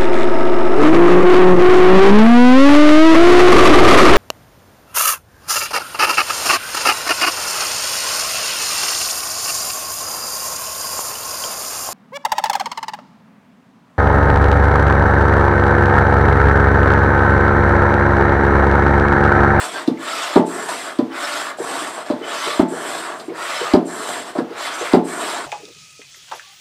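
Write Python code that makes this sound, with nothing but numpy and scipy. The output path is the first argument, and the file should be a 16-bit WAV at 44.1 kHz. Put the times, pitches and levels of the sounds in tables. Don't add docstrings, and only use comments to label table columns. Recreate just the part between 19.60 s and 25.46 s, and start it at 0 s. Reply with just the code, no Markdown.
import sys
import numpy as np
from scipy import signal
from scipy.fft import rfft, irfft
from scipy.io import wavfile
from scipy.ndimage import uniform_filter1d

SR = 44100
rng = np.random.default_rng(int(sys.argv[2]) if len(sys.argv) > 2 else 0)


def put_to_file(sound):
    columns = np.atleast_2d(sound).T
    safe = np.clip(columns, -1, 1)
    whole_steps = np.round(safe * 32767)
    wavfile.write(sys.argv[1], SR, whole_steps.astype(np.int16))


N = 258514
HOP = 128

# start in seconds, valve opens in seconds,
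# fastest in seconds, stop in seconds, rush level in dB, rasp level in dB, hiss level in dB,
# slowing toward the stop in dB.
STROKES = [(-.25, -.24, 0.053, .27, -28.5, -33.5, -33, -11), (.35, .37, 0.58, 0.78, -28, -29, -39, -4),
           (.845, .85, 1.2, 1.392, -29.5, -33.5, -34.5, -14.5),
           (1.475, 1.52, 1.744, 1.906, -27.5, -29.5, -37.5, -6),
           (1.96, 1.965, 2.144, 2.6, -28.5, -35, -36, -12), (2.58, 2.62, 2.88, 3.017, -28, -29, -39, -6.5),
           (3.07, 3.075, 3.36, 3.745, -30, -35.5, -36.5, -23.5),
           (3.7, 3.73, 3.93, 4.14, -27.5, -30, -39.5, -4),
           (4.24, 4.245, 4.5, 4.79, -30.5, -36.5, -36, -9.5), (4.86, 4.94, 5.04, 5.35, -29, -30, -38.5, -4),
           (5.43, 5.435, 5.69, 5.866, -28.5, -32.5, -34.5, -8)]
# delay in seconds,
# rise time constant in seconds, level at the start relative to full speed in dB,
# share of the slowing as a factor, lateness of the slowing as an exponent, release in dB per second.
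PUSH_LAWS = [(0.016, 0.032, 1, 1.4, 3.06, -400), (.005, .02, -23, 1.3, 1.75, -280),
             (.001, 0.0087, -6.5, 1.42, 1.4, -500)]
PULL_LAWS = [(0.01, 0.045, 1, .3, 1.3, -350), (0.0089, 0.068, -8.5, 1.9, 1.6, -300),
             (.001, 0.032, -2.5, .9, 1.6, -600)]
# frequency in Hz, relative density in dB per Hz.
RUSH_PUSH = [(60, -26), (170, -20.5), (350, -2), (475, 0.5), (546, -13), (690, 3.5), (830, -3), (1000, 1),
             (1700, -1.5), (2300, -17.5), (4000, -43)]
RUSH_PULL = [(60, -70), (200, -32), (360, -5), (475, -8), (525, -12), (600, 0.5), (1000, -1.5), (1240, 4),
             (1900, -4), (2400, -8.5), (4000, -37)]
RASP = [(1200, -47), (1900, 2.5), (2400, 0.5), (3400, 2.5), (5000, -3.5), (6900, -11), (9000, -13.5),
        (15500, -40)]
# frequency in Hz, relative density in dB per Hz.
HISS_PUSH = [(6000, -11.5), (7150, -12.5), (7350, 2), (7800, -2.5), (8600, -2), (10000, -13), (12600, -19),
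             (14500, -34), (15600, -44)]
HISS_PULL = [(6000, -13.5), (7150, -5), (7350, 5), (7800, 0.5), (8600, -2), (10000, -10), (12600, -14.5),
             (14500, -34), (15600, -44)]
# centre in seconds, half width in seconds,
# change of rush in dB, change of rasp in dB, change of hiss in dB.
WAVERS = [(.11, 0.041, -11, -4, -6.5), (.185, 0.05, 3.5, 4, -1.5), (.255, .015, -3, -2, -9),
          (1.07, .03, -4, -6.5, -2.5), (1.2, 0.039, -6.5, -2.5, -4.5), (1.34, .03, -4.5, -3, -1),
          (2.33, 0.047, -5, -3.5, 0), (2.445, 0.014, -10, -8, -5), (2.555, 0.038, -3, -3, -14.5),
          (3.55, 0.034, 1.5, -3, 0.5), (3.61, 0.026, -7, -16, 8.5), (3.67, 0.022, -15, -6, 11),
          (4.65, 0.025, -7, -4, -3), (4.735, 0.022, -10, -8, -8), (4.8, 0.029, 16, 5, 0),
          (4.94, 0.044, -4, -7, -5), (5.11, 0.027, 0, -2.5, -8), (5.17, .03, -2.5, -7.5, -.5),
          (5.58, .03, -2, -5, -1.5)]
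BRIGHTEN_DB, BRIGHTEN_S, CUT_ON_HZ = 2.5, 0.085, 7150


def flow_power(t, hz):
    power = 0
    changes_db = sum(np.outer(db, np.exp(-((t - at) / width) ** 2)) for at, width, *db in WAVERS)
    rush_waver, rasp_waver, hiss_waver = gain_of(changes_db)
    octaves = np.log2(np.maximum(hz / CUT_ON_HZ, 1))
    for k, stroke in enumerate(STROKES):
        pulling = k % 2 == 1
        laws = PULL_LAWS if pulling else PUSH_LAWS
        rush = RUSH_PULL if pulling else RUSH_PUSH
        hiss = HISS_PULL if pulling else HISS_PUSH
        start, valve, fastest = stroke[:3]
        near_full_speed = np.exp(-((t - fastest) / BRIGHTEN_S) ** 2)
        bright = gain_of(BRIGHTEN_DB * np.outer(octaves, near_full_speed))
        layers = [(rush, start, rush_waver), (RASP, start, rasp_waver), (hiss, valve, hiss_waver * bright)]
        for level_db, law, (points, opens, waver) in zip(stroke[4:], laws, layers):
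            magnitude = waver * follow(t, opens, stroke, level_db, law) * colour(points, hz)
            power = power + magnitude ** 2
    return power


def follow(t, opens, stroke, level_db, law):
    start, _, fastest, stop, *_, slowing_db = stroke
    delay, rise, early_db, share, lateness, release = law
    opened = (1 - np.exp(-np.maximum(t - opens - delay, 0) / rise)) ** 2
    early = np.clip((fastest - t) / (fastest - start), 0, 1) ** 2
    late = np.clip((t - fastest) / (stop - fastest), 0, 1) ** lateness
    after_stop = np.maximum(t - stop, 0)
    return opened * gain_of(level_db + early_db * early + share * slowing_db * late + release * after_stop)


# time in seconds, jump in dB,
# decay time constant in seconds.
SURGES = [(1.086, 8.5, 0.016), (2.19, 3.5, 0.018), (2.875, 2, .04), (4.489, 3.5, 0.027),
          (5.209, 0.5, 0.037)]


def air(patchy_db=1.5, flicker_db=0.78, streak_db=2.0):
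    t = np.arange(N // HOP + 5) * HOP / SR
    hz = np.fft.rfftfreq(4 * HOP, 1 / SR)
    power = flow_power(t, hz)
    bins_by_frames = power.shape
    patches = uniform_filter1d(rng.standard_normal(bins_by_frames), size=5, axis=0)
    patches = evened(uniform_filter1d(patches, size=12, axis=1))
    flicker = evened(uniform_filter1d(rng.standard_normal(len(t)), size=4))
    streaks = evened(uniform_filter1d(rng.standard_normal(bins_by_frames), size=24, axis=1))
    surge_db = sum(db * (t > at) * np.exp(-abs(t - at) / decay) for at, db, decay in SURGES)
    uneven_db = surge_db + patchy_db * patches + flicker_db * flicker + streak_db * streaks
    return noise_from(np.sqrt(power) * gain_of(uneven_db))


# start in seconds, length in seconds,
# frequency in Hz, level in dB before the swell.
WHISTLES = [(.14, 0.058, 1583, -30), (0.37, 0.013, 2150, -37), (0.393, .04, 3080, -44),
            (0.528, 0.015, 1330, -21), (0.612, .055, 6800, -37), (1.505, 0.037, 3050, -47),
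            (1.637, .025, 5270, -33), (1.76, .02, 6500, -36), (2.616, 0.086, 3050, -39),
            (2.682, 0.067, 3380, -36), (2.77, .03, 5950, -37), (2.788, 0.047, 6270, -38),
            (3.69, .016, 2160, -44), (3.948, .045, 5200, -36), (4.04, 0.044, 1235, -27),
            (5.132, 0.033, 6000, -35), (5.172, .032, 5860, -41), (5.194, .039, 6300, -36)]
WHISTLE_Q = 48


def whistles():
    out = np.zeros(N)
    t = np.arange(round(.12 * SR)) / SR
    for s, length, hz, db in WHISTLES:
        pole = np.exp(-np.pi * hz / WHISTLE_Q / SR)
        complex_noise = rng.standard_normal((len(t), 2)) @ [1, 1j]
        slow = signal.lfilter([1], [1, -pole], complex_noise)
        tone = evened((slow * np.exp(2j * np.pi * hz * t)).real)
        swell = np.sin(np.pi * np.clip(t / length, 0, 1))
        add(out, s, gain_of(db) * swell * tone)
    return out


# frequency in Hz, relative density in dB per Hz.
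TICK = [(500, 0.5), (1000, 0), (2100, -16), (3500, -2), (4800, -3), (6000, -16), (12000, -25), (15000, -45)]
FLOOR_HZ = 119


def knocks():
    thuds, ticks = np.zeros(N), np.zeros(N)
    t = np.arange(round(.08 * SR)) / SR
    hz = np.fft.rfftfreq(len(t), 1 / SR)
    clatter_colour = hz ** 2 / (1 + (hz / 670.0) ** 5)
    tick_colour = gain_of(read(TICK, hz))
    for row in blows_struck():
        s, db, thud_hz, ms, rebound_hz, rebound_db, clatter_db, tick_db, tick_ms, floor_db = row
        clatter_noise, tick_noise = rng.standard_normal((2, len(t)))
        thud = burst(t, thud_hz, ms)
        rebound = gain_of(rebound_db) * burst(t - 0.8375 * ms / 1000, rebound_hz, 19.9)
        clatter = evened(irfft(rfft(clatter_noise) * clatter_colour, len(t)))
        clatter *= (1 - np.exp(-t / 0.0037)) * np.exp(-t / 0.017)
        floor = gain_of(floor_db) * burst(t, FLOOR_HZ, 9.9)
        add(thuds, s, gain_of(db) * (thud + rebound + floor + gain_of(clatter_db) * clatter))
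        tick = evened(irfft(rfft(tick_noise) * tick_colour, len(t)))
        tick *= (1 - np.exp(-t / 0.0016)) * np.exp(-t * 1000 / tick_ms)
        add(ticks, s, gain_of(db + tick_db) * tick)
    return thuds, ticks


def burst(t, hz, ms):
    contact = np.sin(np.pi * np.clip(t * 1000 / ms, 0, 1)) ** 2
    return contact * np.sin(2 * np.pi * hz * t)


# rebound in dB, clatter in dB, tick in dB, push on the floor in dB.
TOP_STOPS = [(.7573, 4.5, -6, -6, -18, -17), (2.993, 2.2, -11, -10.5, -20, -38),
             (4.135, 5, -7, -8.5, -15, -37), (5.333, 4.5, -7, -7.5, -15.5, -21)]
BOTTOM_STOPS = [(.2754, -3.5, -14, -17, -15, -11.5), (1.3862, -4, -15, -10.5, -19, -12.5),
                (2.498, -9, -12, -7, -19, -11.5), (4.781, -9, -8.5, -7, -18, -12.5)]
# thud in Hz, contact in ms, rebound in Hz, tick decay in ms.
TOP = (284, 11.55, 387.7, 2.3)
BOTTOM = (289.5, 16.4, 454, 3.1)
# time in seconds,
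# blow level in dB before the mix, thud in Hz, clatter in dB and tick in dB relative to the blow.
BUMPS = [(.372, -38, 328, -10, -9), (1.998, -15, 400, -8, -22), (2.609, -22, 393, -13, -17),
         (2.868, -20, 395, -28, -17), (3.119, -17, 396, -6, -23), (3.677, -19, 330, -11.5, -26),
         (3.7, -20, 399, -10, -26), (4.01, -16, 420, -23, -25), (4.751, -23.5, 341, 5, -26),
         (4.906, -25, 399, -13, -13), (5.209, -18, 417, -3, -12)]
SLAPS = [(1.0895, -13.5, 913, -10, -16), (1.984, -23.5, 608, -3, -15), (2.195, -29, 990, -19, -14),
         (2.378, -18.5, 628, -28, -26), (2.462, -28, 627, -19, -9), (2.507, -21, 580, 0.5, -8),
         (3.596, -27, 676, -8, 0.5), (4.489, -17, 686, -19, -13)]
# contact in cycles, rebound pitch as a ratio to the thud,
# rebound in dB, tick decay in ms, push on the floor in dB.
BUMP = (5.5, 1.15, -3.5, 3, -15)
SLAP = (4, 1.05, -7, 6.5, -45)


def blows_struck():
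    rows = []
    for table, (hz, ms, rebound_hz, tick_ms) in ((TOP_STOPS, TOP), (BOTTOM_STOPS, BOTTOM)):
        for s, db, rebound_db, clatter_db, tick_db, floor_db in table:
            rows.append((s, db, hz, ms, rebound_hz, rebound_db, clatter_db, tick_db, tick_ms, floor_db))
    for table, (cycles, ratio, rebound_db, tick_ms, floor_db) in ((BUMPS, BUMP), (SLAPS, SLAP)):
        for s, db, hz, clatter_db, tick_db in table:
            ms = 1000 * cycles / hz
            rows.append((s, db, hz, ms, ratio * hz, rebound_db, clatter_db, tick_db, tick_ms, floor_db))
    return rows


ECHO_S = [.0325, .041]
ECHO_DB = [1.5, -5.0]
ECHO_TOP_HZ = 335


def far_walls(thuds):
    echoes = sum(gain_of(db) * np.pad(thuds, (round(s * SR), 0))[:N] for s, db in zip(ECHO_S, ECHO_DB))
    return signal.sosfilt(signal.butter(2, ECHO_TOP_HZ, fs=SR, output="sos"), echoes)


# frequency in Hz, relative level in dB, time to fall 60 dB in seconds.
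ROOM_MODES = [(126.8, -6, 0.43), (156, -14, 0.29), (174.2, -2.5, 0.44), (223.7, -6, 0.43), (246, -6.5, 0.3),
              (272, -5.5, 0.11), (308.7, -1.5, 0.099), (348, -1.5, 0.25), (373, -5.5, 0.28),
              (399, -9.5, 0.31), (439, -7, 0.28), (464, -7, .15), (492, -1, 0.17), (573, -24, .2),
              (590, -6, 0.33), (598, -2, 0.15), (666, -3, 0.16), (707, -9, 0.11), (722, -18, .15),
              (785, -17.5, 0.099), (876, 0, .18), (887, -23, 0.11), (950, -17, 0.12), (1002, -5, .16),
              (1140, -26, 0.093), (1210, -12, .16)]


def room_modes(x):
    t = np.arange(SR // 2) / SR
    ring = sum(gain_of(db - 60 * t / t60) * np.cos(2 * np.pi * hz * t) for hz, db, t60 in ROOM_MODES)
    return signal.oaconvolve(x, ring)[:N]


# frequency in Hz, time to fall 60 dB in seconds.
ROOM_T60 = [(200, 0.63), (800, 0.34), (2000, 0.18), (5000, 0.12), (12000, 0.14)]


def room_tail(x):
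    taps = np.zeros(SR // 2)
    at = np.arange(100, len(taps) - 20, 20)
    taps[at + rng.integers(0, 20, len(at))] = rng.choice([-1., 1.], len(at))
    hz, t, spectra = signal.stft(taps, SR, nperseg=256)
    decay = gain_of(-60 * t / read(ROOM_T60, hz)[:, None])
    tail = signal.istft(spectra * decay, SR, nperseg=256)[1]
    return signal.oaconvolve(x, tail / np.linalg.norm(tail))[:N]


# frequency in Hz, relative density in dB per Hz.
QUIET = [(25, -52.5), (60, -15), (160, -3.5), (300, 8), (1000, 3), (4000, -8), (15000, -28)]
QUIET_DB = -43


def room_tone():
    hz = np.fft.rfftfreq(4 * HOP, 1 / SR)
    return gain_of(QUIET_DB) * noise_from(colour(QUIET, hz) * np.ones(N // HOP + 5))


def noise_from(magnitude):
    a, b = rng.standard_normal((2, *magnitude.shape))
    noise = signal.istft((a + 1j * b) * magnitude, nperseg=4 * HOP, noverlap=3 * HOP)[1][:N]
    return noise / np.sqrt(HOP * 4 / 3)


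def colour(points, hz):
    return evened(gain_of(read(points, hz)))[:, None]


def read(points, hz):
    f, value = np.transpose(points)
    return np.interp(np.log(hz + 1), np.log(f + 1), value)


def evened(x):
    return x / np.sqrt(np.mean(x ** 2) + 1e-20)


def gain_of(db):
    return 10 ** (np.asarray(db) / 20)


def add(mix, s, sound):
    part = mix[round(s * SR):][:len(sound)]
    part += sound[:len(part)]


def scene():
    flow = air() + whistles()
    thuds, ticks = knocks()
    blows = gain_of(-5.5) * (thuds + far_walls(thuds)) + gain_of(-52.5) * room_modes(thuds)
    upper = signal.sosfilt(signal.butter(2, 450, "high", fs=SR, output="sos"), blows)
    wet = gain_of(-7.5) * room_tail(flow) + gain_of(-0.5) * room_tail(ticks) + gain_of(-8.0) * room_tail(upper)
    flow_ring = gain_of(-66.5) * room_modes(flow)
    return (flow + ticks + blows + flow_ring + wet)[None]


BASS_CUT_HZ, EDGE_HZ = 150, 15660


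def record(dry, knee=8.1):
    thin = signal.sosfilt(signal.butter(4, BASS_CUT_HZ, "high", fs=SR, output="sos"), dry) + room_tone()
    clipped = thin / (1 + abs(thin) ** knee) ** (1 / knee)
    coupled = signal.sosfilt(signal.butter(1, 40.0, "high", fs=SR, output="sos"), clipped)
    band_limit = signal.firwin(4095, EDGE_HZ, window=("kaiser", 9), fs=SR)
    return signal.oaconvolve(coupled, band_limit[None], "same")


dry = scene()
out = record(dry)
put_to_file(out)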